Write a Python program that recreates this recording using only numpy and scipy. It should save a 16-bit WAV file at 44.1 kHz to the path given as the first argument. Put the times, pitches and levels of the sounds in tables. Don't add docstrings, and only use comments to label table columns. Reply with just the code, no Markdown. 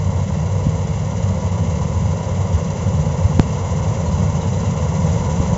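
import sys
import numpy as np
from scipy import signal
from scipy.fft import rfft, irfft
from scipy.io import wavfile

SR = 44100
rng = np.random.default_rng(int(sys.argv[2]) if len(sys.argv) > 2 else 0)


def store_wav(level_fs):
    pcm = np.round(np.clip(np.atleast_2d(level_fs), -1, 1) * 32767)
    wavfile.write(sys.argv[1], SR, pcm.T.astype(np.int16))


N = 245637

CRANK_HZ = 8.47


def gain_of(db):
    return 10 ** (np.asarray(db) / 20)


def unit_rms(x):
    return x / np.sqrt(np.mean(x ** 2) + 1e-20)


def clock():
    return np.arange(N) / SR


def colour(x, spectrum, skirt_db=60):
    octave = np.log2(np.fft.rfftfreq(N, 1 / SR) + 1)
    hz, db = np.transpose(spectrum)
    octaves_beyond = abs(octave - np.clip(octave, np.log2(hz[0]), np.log2(hz[-1])))
    curve_db = np.interp(octave, np.log2(hz), db) - skirt_db * octaves_beyond
    return unit_rms(irfft(rfft(x) * gain_of(curve_db), N))


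def drift(rate_hz):
    t = np.arange(0, N / SR + 1, 1 / 200)
    hz = np.fft.rfftfreq(len(t), t[1])
    lowpass = (hz > 0) / (1 + (hz / rate_hz) ** 4)
    wander = irfft(rfft(rng.standard_normal(len(t))) * lowpass, len(t))
    return np.interp(clock(), t, unit_rms(wander))


def grains(per_s, spread_db):
    size = gain_of(spread_db * np.minimum(rng.exponential(1, N), 4))
    polarity = rng.choice([-1, 1], N)
    struck = rng.random(N) < per_s / SR
    return unit_rms(size * polarity * struck)


def tone(turns, db):
    return np.sqrt(2) * gain_of(db) * np.sin(2 * np.pi * (turns + rng.random()))


def approach(loss_db_per_m=0, start_m=26.3, speed_m_per_s=1.0):
    travelled_m = speed_m_per_s * clock()
    return start_m / (start_m - travelled_m) * gain_of(loss_db_per_m * travelled_m)


def engine(firing_hz=95.43, waver_db=1.4):
    # (multiple of the firing rate, taken to the nearest sixth; rms level [dB])
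    exhaust = [(0.95, -25.5), (4 / 3, -36), (3 / 2, -46), (5 / 3, -39), (2, -38.5), (5 / 2, -51.5)]
    firings = np.cumsum(firing_hz + .12 * drift(0.94)) / SR
    return sum(tone(np.round(6 * k) / 6 * firings, db + waver_db * drift(2.5)) for k, db in exhaust)


def hum(hz, db, half_width_hz):
    phase = 2 * np.pi * hz * clock()
    return gain_of(db) * (drift(half_width_hz) * np.cos(phase) + drift(half_width_hz) * np.sin(phase))


def drives():
    # (multiple of the crank rate, rms level [dB])
    crank_tones = [(5, -48), (9, -45.5), (10, -35), (11, -34), (17, -36.5), (18, -31)]
    # (frequency [Hz], rms level [dB], half width [Hz])
    resonances = [(81.9, -32, 1.0), (107.8, -37.5, 1.8), (153.1, -31.5, 1.6), (170, -36, 4.4),
                  (457.6, -45, 2.5), (519.4, -48, 9), (984, -45, 8)]
    turns = np.cumsum(CRANK_HZ + 0.013 * drift(1.57)) / SR
    shake = sum(tone(k * turns, db) for k, db in crank_tones)
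    whine = sum(hum(*row) for row in resonances)
    return (shake + whine) * unit_rms(approach(loss_db_per_m=0.35))


def rumble(db=-20.5, surge_hz=2.26, crest_s=0.31, swing_db=1.1, uneven_db=0.47, split_hz=140):
    # (frequency [Hz], relative level [dB])
    panel_spectrum = [(8, -30.5), (27, -29), (42, -18.5), (58, -8.5), (78, -1.5), (105, 0.5), (120, -3.5),
                      (165, -1), (192, -5), (210, -10), (236, -13.5), (270, -24.5), (340, -36.5)]
    surge_db = swing_db * np.cos(2 * np.pi * surge_hz * (clock() - crest_s)) + uneven_db * drift(3.0)
    panels = colour(rng.standard_normal(N), panel_spectrum)
    deep = signal.sosfiltfilt(signal.butter(2, split_hz, fs=SR, output="sos"), panels)
    upper = panels - deep
    nearing = deep * unit_rms(approach()) + upper * unit_rms(approach(loss_db_per_m=0.5))
    return gain_of(db + surge_db) * nearing


def threshing(start_db=-31.5, flutter_db=0.61):
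    # (frequency [Hz], relative level [dB])
    roar_spectrum = [(260, -16.5), (340, -11.5), (425, -6), (470, -2), (540, 0), (620, -6.5), (720, -10.5),
                     (830, -9.5), (910, -7), (1010, -7.5), (1130, -13.5), (1280, -21.5), (1430, -18.5),
                     (1600, -30.5)]
    blows = grains(per_s=2500, spread_db=2.0) * gain_of(flutter_db * drift(25))
    return gain_of(start_db) * colour(blows, roar_spectrum) * approach(loss_db_per_m=0.2948)


def knife_stroke(lead_s, rise_share):
    phase = (2 * CRANK_HZ * (clock() + lead_s)) % 1
    return np.interp(phase, [0, rise_share, 1], [-1, 1, -1])


def cutter(rustle_db=-44.0, hiss_db=-44.5, dull_swing_db=0.84, bright_swing_db=2.0, split_hz=3400):
    # (frequency [Hz], relative level [dB])
    rustle_spectrum = [(1400, -16.5), (1700, -7), (2100, 0.5), (2280, -5.5), (2460, -14), (2740, -3),
                       (3200, -8.5), (3520, -9.5), (3680, -13.5), (3970, -7.5), (4320, -15), (4700, -11.5),
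                       (5250, -9), (5600, -17)]
    # (frequency [Hz], relative level [dB])
    hiss_spectrum = [(5400, -21.5), (5620, -11.5), (5820, -5), (5890, -1), (6250, -4), (6850, -2.5),
                     (7200, -4), (7600, -7)]
    bite = knife_stroke(lead_s=.0195, rise_share=0.15) * (1 + .3 * drift(8.9))
    straw = colour(grains(per_s=9000, spread_db=0.5), rustle_spectrum)
    dull = signal.sosfiltfilt(signal.butter(4, split_hz, fs=SR, output="sos"), straw)
    bright = straw - dull
    rustle = dull * gain_of(dull_swing_db * bite) + bright * gain_of(bright_swing_db * bite)
    hiss = colour(grains(per_s=9000, spread_db=1.5), hiss_spectrum)
    hiss *= gain_of(bright_swing_db * knife_stroke(lead_s=.023, rise_share=.18))
    feed = gain_of(0.52 * drift(18))
    return feed * (gain_of(rustle_db) * unit_rms(rustle) * approach(loss_db_per_m=.15)
                   + gain_of(hiss_db) * unit_rms(hiss) * approach(loss_db_per_m=0.46))


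def wind_buffets():
    # (time [s], peak level [dB], frequency [Hz], half length [s])
    eddies = [(0.669, -6.5, 180, 0.003), (0.685, -13, 80, .012), (1.243, -8.5, 112, 0.0064),
              (2.554, -10, 82, 0.016), (3.2558, -2.5, 95, 0.0073), (3.392, -5.5, 156, 0.0038),
              (5.4045, -5, 141, 0.0021)]
    pressure = np.zeros(N)
    for at_s, db, hz, half_s in eddies:
        age = clock() - at_s
        pressure -= gain_of(db) * np.exp(-(age / half_s) ** 2) * np.cos(2 * np.pi * hz * age)
    return pressure


def clinks(hz=4010, t60_s=0.065, width_hz=130, attack_s=0.0052):
    # (time [s], level the decay starts from [dB])
    knocks = [(3.01, -38.5), (4.068, -34), (4.18, -41), (4.412, -31.5), (4.53, -39), (4.65, -39)]
    steel = np.zeros(N)
    for at_s, db in knocks:
        age = np.maximum(clock() - at_s, 0)
        ring = np.sin(2 * np.pi * np.cumsum(hz + width_hz * drift(50)) / SR)
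        attack = 1 - np.exp(-age / attack_s)
        steel += gain_of(db - 60 * age / t60_s) * attack * ring
    return steel


def handling_knock(at_s=3.3969, peak_db=4.0, swing_hz=84, build_s=.0016, decay_s=0.0085):
    snap_share, ease_s = 0.55, 0.00052
    age = clock() - at_s
    after = np.maximum(age, 0)
    suction = -np.exp(-(age / build_s) ** 4)
    release = 1 - 2 * (1 - snap_share) * np.exp(-after / ease_s)
    swing = release * np.exp(-after / decay_s) * np.cos(2 * np.pi * swing_hz * after)
    return gain_of(peak_db) * np.where(age < 0, suction, swing)


def scene():
    harvester = engine() + drives() + rumble() + threshing() + cutter()
    return (harvester + wind_buffets() + clinks() + handling_knock())[None]


def record(dry, ceiling=.86, cutoff_hz=7570):
    clipped = dry / (1 + (dry / ceiling) ** 8) ** (1 / 8)
    lowpass = signal.firwin(1501, cutoff_hz, window=("kaiser", 8), fs=SR)
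    return signal.oaconvolve(clipped, lowpass[None], "same")


dry = scene()
out = record(dry)
store_wav(out)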